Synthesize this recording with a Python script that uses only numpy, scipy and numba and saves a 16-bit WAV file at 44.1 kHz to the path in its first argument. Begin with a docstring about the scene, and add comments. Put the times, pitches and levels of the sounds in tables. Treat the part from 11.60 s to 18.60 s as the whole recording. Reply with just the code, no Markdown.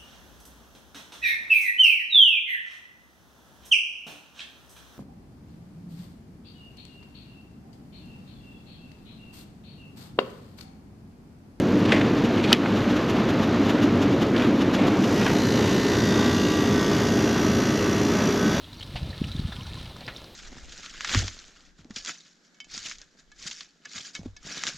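"""A fan roars through the sheet-metal cabinet of a rooftop air conditioner, heard from arm's length.
A latch knocks, scrapes and snaps over with one sharp click; then the service panel rubs its way off.
The compressor's buzz, pipe rings and hiss, pulsing once a turn, come out through the opening.
Air and rubbing are filtered noise, the latch decaying modes, the compressor a clatter repeated each turn
with sine harmonics of its shaft."""
import sys
import numpy as np
from scipy import signal
from scipy.fft import rfft, irfft
from scipy.io import wavfile
from scipy.ndimage import uniform_filter1d, minimum_filter1d, map_coordinates
from numba import njit

SR = 44100
rng = np.random.default_rng(int(sys.argv[2]) if len(sys.argv) > 2 else 0)


def wav_record(signal):
    """Record a signal, one row per channel, as 16-bit PCM in the file named by sys.argv[1]."""
    frames = np.transpose(np.atleast_2d(signal))
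    bounded = np.clip(frames, -1, 1)
    # unit amplitude maps onto the largest positive 16-bit level
    quanta = np.round(bounded * 32767).astype(np.int16)
    wavfile.write(sys.argv[1], SR, quanta)


N = 308700
TIME = np.arange(N) / SR  # s

# Spectra give relative levels: the noise they colour is scaled afterwards, unless noted.
# low fan roar: (frequency [Hz], density [dB per Hz])
ROAR_SPECTRUM = [(28, -66), (45, -8.5), (75, -37), (96, -1), (160, -0.5), (200, 6.5), (300, 3.5), (370, 1),
                 (480, -4.5), (700, -11), (1200, -108), (4000, -86)]
# overall level of the roar as the listener shifts about: (time [s], level [dB])
ROAR_LEVEL = [(.2, -22), (1.5, -25), (2.2, -22.5), (3.6, -23.5), (7, -24.5)]
# hollow resonances of the cabinet: (frequency [Hz], width [Hz], relative level [dB])
CABINET_MODES = [(97.1, 8.9, 2), (182.7, 9.6, -6.5), (242.7, 8.9, 5.5), (294.8, 7, 11.5)]
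RING_DB, RING_OPEN_DB = -2.5, -2.5  # cabinet ring against the roar; change at full opening
# rush of fan air: (frequency [Hz], density [dB per Hz])
RUSH_SPECTRUM = [(30, -2.5), (300, 5.5), (700, 4.5), (1150, 3.5), (1500, 0.5), (2300, -3.5), (2900, -6),
                 (4200, -10), (6800, -27), (8000, -32.5), (9200, -50), (10200, -45), (12100, -39),
                 (13500, -57)]
# rush: level at opening 0, change at full opening, spread of its flutter
RUSH_DB, RUSH_OPEN_DB, RUSH_FLUTTER_DB = -31, -2, 1.34
BOOM_HZ, BOOM_WIDTH_HZ, BOOM_DB = 101.3, 55, -36  # level at full opening
# the loosened door's drone; level at its height, time of the height, 1/e half-length
DRONE_HZ, DRONE_WIDTH_HZ, DRONE_DB, DRONE_S, DRONE_LENGTH_S = 288, 35, -27.5, 2.5, 0.95

# latch blows: (time [s], gain on ring, crack and door [dB], duration of the push [s])
LATCH_BLOWS = [(.3215, -9, .0009), (.3265, -10, .0013), (.92869, 5.2, .00001), (.93027, 1.9, .00038)]
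# modes of the latch: (frequency [Hz], level before blow gain and push softening [dB], t60 [s])
LATCH_MODES = [(760, -26, .02), (1860, -11, .009), (2565, -17, .021), (2940, -4, .018), (3035, -10, .0146),
               (3800, -11, .012), (4145, 5, .0039), (4600, 6, .0035), (5120, -12, .007), (5850, -17, .013),
               (7050, -18, .008), (7350, -18, .009), (9960, -15, .0045), (10330, -20, .0065),
               (11960, -24, .011)]
# modes of the door shaken by the latch: (frequency [Hz], level before blow gain [dB], t60 [s])
DOOR_MODES = [(245, -13, .07), (380, -9, .034)]
LATCH_RISE_S, DOOR_RISE_S = .00038, .004
# crack of contact: level before blow gain, decay, pitch that sets how a longer push softens it
CRACK_DB, CRACK_S, CRACK_HZ = -22, .0012, 5000
# crack of contact: (frequency [Hz], density [dB per Hz])
CRACK_SPECTRUM = [(100, -25), (1000, -3), (5000, 0), (8000, -8), (14000, -10)]

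# latch and panel rubbing on sheet metal:
# (time [s], level before envelope, edge ring and dulling [dB], attack [s], length [s], centre [Hz])
SCRAPE_EVENTS = [(.25, -23, .003, .011, 2600), (.27, -28, .03, .12, 1100), (.28, -31, .005, .05, 2200),
                 (.3195, -19.5, .0005, .02, 2000), (.335, -27.5, .01, .06, 1900),
                 (.32, -23.5, .003, .04, 600), (.408, -28, .002, .012, 2000), (.766, -34, .005, .048, 2500),
                 (.828, -28, .005, .035, 2600), (.87, -31, .02, .09, 2900),
                 (.9155, -15.5, .001, .012, 1250), (.934, -28.5, .001, .02, 2400),
                 (1.0585, -20, .0003, .007, 1300), (2.725, -32.5, .015, .15, 1500),
                 (2.763, -26, .001, .008, 2800), (2.778, -28.5, .001, .007, 2900),
                 (2.797, -27.5, .001, .007, 2400), (2.821, -26, .001, .008, 2400),
                 (2.843, -29.5, .001, .007, 2600), (3.12, -28.5, .06, .22, 700),
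                 (3.13, -33, .03, .16, 1900), (3.56, -27, .08, .18, 850), (3.54, -31, .08, .18, 2300),
                 (3.612, -26, .005, .026, 1400), (3.655, -28, .008, .055, 1500),
                 (3.96, -28.5, .08, .17, 1000), (3.99, -29.5, .05, .13, 2400)]
SCRAPE_GRAIN_DB, SCRAPE_GRAINS_PER_S = 2.6, 420
SCRAPE_WIDTH = .95  # bandwidth as a share of the centre frequency
# rings of the service door's rubbed edge: (frequency [Hz], width [Hz], linear gain [1])
EDGE_MODES = [(2480, 120, 0.14), (3350, 44, 0.2)]
# skin and paint dull the rubbing: (frequency [Hz], filter gain [dB])
SCRAPE_TONE = [(30, -20), (200, 0), (3000, 0), (5000, -3), (8500, -7)]

# panel: halfway time, time scale of the smooth step, compressor sound leaking past it before
PANEL_OFF_S, PANEL_PULL_S, LEAK_DB = 3.445, 0.056, -12.5
SHAFT_HZ, MAINS_HZ = 58.16, 60  # mean shaft speed; mains frequency
# listener closest to the compressor: time, 1/e half-length, gain (the buzz takes half of it)
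CLOSEST_S, CLOSEST_LENGTH_S, CLOSEST_DB = 4.57, 0.58, 5
# compressor buzz: (frequency [Hz], density [dB per Hz])
BUZZ_SPECTRUM = [(30, -52), (500, -2), (1000, 7), (1250, 5), (1800, 8.5), (2300, 0.5), (2800, 5),
                 (3700, -2), (4300, -1.5), (4800, 1.5), (5500, 1.5), (5900, 3), (6900, -5.5), (7600, -7),
                 (13000, -33)]
# refrigerant hiss: (frequency [Hz], density [dB per Hz])
HISS_SPECTRUM = [(100, -60), (1500, -4), (3500, 1.5), (5200, 4.5), (5500, 0), (5780, 8), (6100, 3),
                 (6900, 4), (7600, -15.5), (9600, -14), (12100, -4), (13500, -26)]
BUZZ_DB, HISS_DB = -36.5, -40.5  # before the opening
HISS_DECAY_TURNS, HISS_STEADY = .39, .4  # decay after each gas pulse; steady part against its start of 1

# strong harmonics, each snapped to the nearest multiple of the shaft speed:
# (frequency [Hz], level before trim and sway [dB], time halfway clear [s], depth of slip beat [0-1])
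SHAFT_HARMONICS = [(407, -32.3, 3.3, .18), (1163, -44.3, 4.55, .1), (1280, -47, 5.1, .1),
                   (1513, -46, 4.25, .45), (1863, -50, 4.15, .1), (1922, -48, 3.45, 0), (2676, -58, 3.6, 0),
                   (3375, -52, 4.35, .3), (3431, -52.5, 4.8, .1), (3779, -56, 3.7, .1), (4592, -57, 3.7, 0),
                   (4710, -55.5, 4.1, .1), (4770, -56, 4.1, .1), (5351, -54, 4, .2), (5873, -53.5, 5.3, .1),
                   (6455, -55.5, 4.5, .1)]
HARMONICS_TRIM_DB, CLEAR_S = -2, 0.086  # trim; time scale of coming clear
# standing waves sway the harmonics: spread, rate, and pitch from which the sway is full
STANDING_DB, STANDING_PER_S, STANDING_FULL_HZ = 1.8, 4.8, 1200
# finer waver: phase spread per Hz of pitch, level spread, rate
WAVER_RAD_PER_HZ, WAVER_DB, WAVERS_PER_S = .00017, 2.5, 14
WHINE_HZ = 4129  # snapped to the nearest shaft harmonic
# compressor whine, fading in and out as the listener moves: (time [s], level before the opening [dB])
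WHINE_LEVEL = [(3.6, -62), (3.8, -41.5), (3.98, -44), (4.04, -58), (4.11, -45.5), (4.35, -46), (4.5, -53),
               (4.78, -44.5), (5.2, -57), (6.2, -50.5), (6.7, -62)]

# copper lines whose ring shifts as the listener moves:
# each (time [s], mean frequency [Hz], level before the opening [dB])
THICK_PIPE = [(3.5, 2850, -63), (4.1, 2700, -56), (4.4, 2900, -54), (4.85, 2820, -40.5), (5.2, 2900, -54),
              (5.55, 2750, -47), (6.3, 2870, -48.5), (7, 2850, -57)]
LOW_PIPE = [(3.5, 3700, -54), (3.8, 3770, -51), (4, 3700, -43), (4.2, 3660, -48), (4.52, 3650, -39),
            (4.85, 3570, -47), (5.15, 3580, -44.5), (5.6, 3570, -53), (7, 3500, -49)]
MIDDLE_PIPE = [(3.5, 4600, -60), (3.9, 4660, -46), (4.4, 4800, -62), (5.5, 4740, -71), (7, 4740, -61)]
HIGH_PIPE = [(3.5, 5900, -57), (3.8, 6050, -47), (4.1, 5820, -49), (4.45, 5800, -47), (4.6, 6020, -44),
             (4.75, 5850, -64), (5.25, 6100, -48), (5.5, 5800, -44), (6, 5770, -45), (7, 5800, -46)]
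PIPE_LAG_TURNS, PIPE_LENGTH_TURNS = .3, .22  # peak after the gas pulse; 1/e half-length
# spread from turn to turn: level, pitch as a share, phase
PIPE_SCATTER_DB, PIPE_DETUNE, PIPE_SCATTER_RAD = 2, .007, 1.4

# strongest puffs of turbulent air: (time [s], level [dB])
PUFF_EVENTS = [(.65, -34), (1.17, -35.5), (1.308, -37), (1.37, -35), (1.5, -31.5), (1.699, -33),
               (1.837, -34.5), (2.1, -31), (2.232, -33), (2.427, -32), (2.625, -32), (2.828, -37),
               (3.018, -32.5), (3.146, -29), (3.28, -32), (3.445, -32.5)]
# air whistling past the door's edge: (frequency [Hz], density [dB per Hz])
PUFF_SPECTRUM = [(50, -46), (1200, 10.5), (2300, 1), (2900, 10), (3200, 3), (3550, 7.5), (4100, -1.5),
                 (6900, -5), (8500, -25), (12000, -14.5), (13500, -28)]
PUFF_S = .02 / np.sqrt(2)  # 1/e half-length
EDDY_DB, EDDY_SPREAD_DB, EDDIES_PER_S = -45, 4, 40  # level at opening 0

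# side against mid, before the side's random swing: (frequency [Hz], filter gain [dB])
SIDE_TONE = [(250, -68), (1000, -48), (4000, -29), (7000, -24), (9000, -20), (10500, -13), (12000, -1)]
# microphone port: (frequency [Hz], filter gain [dB])
PORT_TONE = [(22, -40), (42, 3.5), (8700, 0), (9100, -11), (9500, 0.5)]
TOP_HZ = 13600  # treble cutoff


def fan(opening):
    """Turbulence roars, rings the cabinet and rushes; an open panel eases ring and rush and adds a boom."""
    eddies = noise()
    ring = unit(sum(undb(db) * resonate(eddies, hz, width) for hz, width, db in CABINET_MODES))
    ring = colour(ring, [(30, -38), (70, -5.5), (400, -3.0), (4000, -44)])
    # the closed box rings more than the open one
    ring = undb(RING_DB + RING_OPEN_DB * opening) * ring
    roar = unit(unit(colour(noise(), ROAR_SPECTRUM)) + ring) * level_curve(ROAR_LEVEL)

    rush_db = RUSH_DB + RUSH_OPEN_DB * opening + RUSH_FLUTTER_DB * walk(21.72)
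    rush = unit(colour(noise(), RUSH_SPECTRUM)) * undb(rush_db)
    # the open compartment booms like the body of a drum
    boom = opening * undb(BOOM_DB) * narrow_noise(noise(), BOOM_HZ, BOOM_WIDTH_HZ)
    drone = undb(DRONE_DB) * narrow_noise(noise(), DRONE_HZ, DRONE_WIDTH_HZ)
    return roar + rush + boom + drone * swell(DRONE_S, DRONE_LENGTH_S)


def latch():
    """Each blow makes a noisy crack of contact and rings the modes of the latch and the door."""
    out = np.zeros(N)
    age = np.arange(SR // 4) / SR
    cracks = unit(colour(noise(), CRACK_SPECTRUM))
    door = ringing(DOOR_MODES, age, 0) * (1 - np.exp(-age / DOOR_RISE_S))
    for s, blow_db, push in LATCH_BLOWS:
        span = int(s * SR) + np.arange(len(age))
        crack = undb(CRACK_DB) * cracks[span] * np.exp(-age / CRACK_S)
        crack = crack / np.hypot(1, CRACK_HZ * push)  # a soft blow cracks less
        ring = ringing(LATCH_MODES, age, push) * (1 - np.exp(-age / LATCH_RISE_S))
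        out[span] += undb(blow_db) * (ring + crack + door)
    return out


def ringing(modes, age, push):
    """Sum exponentially decaying sine modes; a longer push excites the high ones less."""
    out = 0
    for hz, db, t60 in modes:
        strength = undb(db) / np.hypot(1, hz * push)
        decay = np.exp(-np.log(1000) * age / t60)
        out = out + strength * np.sin(2 * np.pi * hz * age) * decay
    return out


def scrapes():
    """Dense stick-slip grains swell and die away, ringing the edge of the sheet metal."""
    grains = noise() * undb(SCRAPE_GRAIN_DB * walk(SCRAPE_GRAINS_PER_S))
    rubbing = 0
    for s, db, attack, length, hz in SCRAPE_EVENTS:
        age = np.maximum(TIME - s, 0)
        envelope = (1 - np.exp(-age / attack)) * np.exp(-(age / length) ** 2)
        rubbing = rubbing + undb(db) * envelope * narrow_noise(grains, hz, hz * SCRAPE_WIDTH)
    edge = sum(gain * resonate(rubbing, hz, width) for hz, width, gain in EDGE_MODES)
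    return colour(rubbing + edge, SCRAPE_TONE)


def compressor():
    """One gas pulse a turn rattles round the compartment and rings the copper lines; hiss follows each."""
    turns = np.cumsum(SHAFT_HZ * (1 + 0.0002277 * walk(3))) / SR  # the speed wanders slightly
    phase = turns % 1
    near_db = CLOSEST_DB * swell(CLOSEST_S, CLOSEST_LENGTH_S)
    size = int(SR / SHAFT_HZ)
    buzz = 0
    for _ in range(5):
        # each path repeats the same clatter every turn; the mix of paths shifts as the listener moves
        clatter = rng.standard_normal(size) * np.exp(-np.arange(size) / size)
        buzz = buzz + map_coordinates(clatter, [phase * size], order=3, mode="grid-wrap") * walk(2.508)
    buzz = buzz / np.sqrt(uniform_filter1d(buzz ** 2, SR // 4))  # even out the slow level
    buzz = undb(BUZZ_DB + near_db / 2) * unit(colour(buzz, BUZZ_SPECTRUM))

    hiss_pulse = np.exp(-phase / HISS_DECAY_TURNS) + HISS_STEADY
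    hiss = undb(HISS_DB) * unit(colour(noise() * hiss_pulse, HISS_SPECTRUM))
    pipes = sum(pipe_ring(turns, curve) for curve in (THICK_PIPE, LOW_PIPE, MIDDLE_PIPE, HIGH_PIPE))
    return buzz + hiss + pipes + harmonics(turns, near_db)


def harmonics(turns, near_db):
    """Shaft harmonics come clear as the listener moves in; short waves sway, some beat with motor slip."""
    out = 0
    for hz, db, clear_s, beat in SHAFT_HARMONICS:
        short = min(1, hz / STANDING_FULL_HZ) ** 2
        sway_db = STANDING_DB * walk(STANDING_PER_S) + WAVER_DB * walk(WAVERS_PER_S)
        level_db = HARMONICS_TRIM_DB + db + short * (near_db + sway_db)
        beat_cycles = 2 * (MAINS_HZ - SHAFT_HZ) * TIME + rng.random()
        throb = 1 + beat * np.sin(2 * np.pi * beat_cycles)
        out = out + undb(level_db) * rise(clear_s, CLEAR_S) * throb * partial(turns, hz)
    return out + level_curve(WHINE_LEVEL) * partial(turns, WHINE_HZ)


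def partial(turns, hz):
    """The shaft harmonic nearest to hz, its phase wavering slightly; rms about 1."""
    waver = WAVER_RAD_PER_HZ * hz * walk(WAVERS_PER_S)
    cycles = round(hz / SHAFT_HZ) * turns + rng.random()
    return np.sqrt(2) * np.sin(2 * np.pi * cycles + waver)


def pipe_ring(turns, curve):
    """Each gas pulse shakes a copper line, which dies away before the next; every ring differs a little."""
    s, hz, db = np.transpose(curve)
    per_turn = rng.standard_normal((int(turns[-1]) + 1, 3))
    strength, detune, shift = per_turn[turns.astype(int)].T
    from_peak = turns % 1 - PIPE_LAG_TURNS
    pitch = np.interp(TIME, s, hz) * (1 + PIPE_DETUNE * detune)
    ring = np.sin(2 * np.pi * pitch * from_peak / SHAFT_HZ + PIPE_SCATTER_RAD * shift)
    shake = np.exp(-(from_peak / PIPE_LENGTH_TURNS) ** 2) * undb(PIPE_SCATTER_DB * strength)
    return unit(ring * shake) * undb(np.interp(TIME, s, db))


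def puffs(opening):
    """Air whistles past the door's edge in short puffs, with weaker eddies that fade as it opens."""
    strong = sum(undb(db) * swell(s, PUFF_S) for s, db in PUFF_EVENTS)
    weak = undb(EDDY_DB + EDDY_SPREAD_DB * walk(EDDIES_PER_S)) * (1 - opening)
    return unit(colour(noise(), PUFF_SPECTRUM)) * np.hypot(strong, weak)


def undb(db):
    """Decibels to gain."""
    return 10 ** (np.asarray(db) / 20)


def unit(x):
    """Scale to rms 1."""
    return x / np.sqrt(np.mean(x ** 2))


def noise():
    """White noise."""
    return rng.standard_normal(N)


def colour(x, points):
    """Filter by (frequency [Hz], gain [dB]) points joined along log frequency."""
    hz, db = np.transpose(points)
    f = np.maximum(np.arange(N // 2 + 1) * SR / N, 1)
    return irfft(rfft(x) * undb(np.interp(np.log(f), np.log(hz), db)), N)


def resonate(x, hz, width):
    """One resonance, gain 1 at its centre."""
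    return signal.lfilter(*signal.iirpeak(hz, hz / width, fs=SR), x)


def narrow_noise(x, hz, width):
    """Pass x through the same resonance twice and scale it to rms 1."""
    return unit(resonate(resonate(x, hz, width), hz, width))


def walk(rate):
    """Random levels held 1 / rate s and slewed twice, rms 1; they repeat after 1024 steps."""
    k = int(SR / rate)
    steps = rng.standard_normal(1024)[np.arange(N) // k % 1024]
    return unit(uniform_filter1d(uniform_filter1d(steps, k), k))


def level_curve(points):
    """Gain along a curve of (time [s], level [dB]) points."""
    return undb(np.interp(TIME, *np.transpose(points)))


def swell(s, length):
    """A bell-shaped rise and fall around time s; length is its 1/e half-length."""
    return np.exp(-((TIME - s) / length) ** 2)


def rise(s, length):
    """A smooth step from 0 to 1, halfway at time s; length is its time scale."""
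    return .5 + .5 * np.tanh(.5 * (TIME - s) / length)


def scene():
    """Mix all sources straight ahead; mainly the highest air noise differs between left and right."""
    leak = undb(LEAK_DB)
    opening = leak + (1 - leak) * rise(PANEL_OFF_S, PANEL_PULL_S)
    air = fan(opening) + puffs(opening) + opening * compressor()
    # scattered off the metal, the treble swings at random between the sides
    side = colour(air, SIDE_TONE) * walk(150)
    return air + scrapes() + latch() + np.array([side, -side])


@njit
def hold(x, release):
    """Peak follower: jumps up at once and sinks slowly."""
    out, e = np.empty(len(x)), 0.
    for i in range(len(x)):
        e = max(x[i], e * (1 - release))
        out[i] = e
    return out


def record(dry):
    """The port thins deep bass and notches treble; a limiter holds the click and ducks the air after it."""
    heard = np.array([colour(channel, PORT_TONE) for channel in dry])
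    peak = np.abs(heard).max(axis=0) + 1e-9
    # the slow stage eases down after a loud peak and recovers gradually
    settle = np.exp(-1 / (.028 * SR))  # 28 ms smoothing
    held = hold(np.minimum(peak, 2.1), 1 / (.16 * SR))  # 160 ms release
    reduction = 1 - np.minimum(1, .95 / held)
    gain = 1 - signal.lfilter([1 - settle], [1, -settle], reduction)
    # the fast stage looks ahead and holds peaks at about full scale
    size = SR // 2000
    needed = minimum_filter1d(np.minimum(1, 1 / (peak * gain)), size)
    ceiling = uniform_filter1d(needed, size)
    top_cut = signal.ellip(8, .2, 70, TOP_HZ, fs=SR, output="sos")
    return signal.sosfilt(top_cut, heard * gain * ceiling)


dry = scene()
out = record(dry)
wav_record(out)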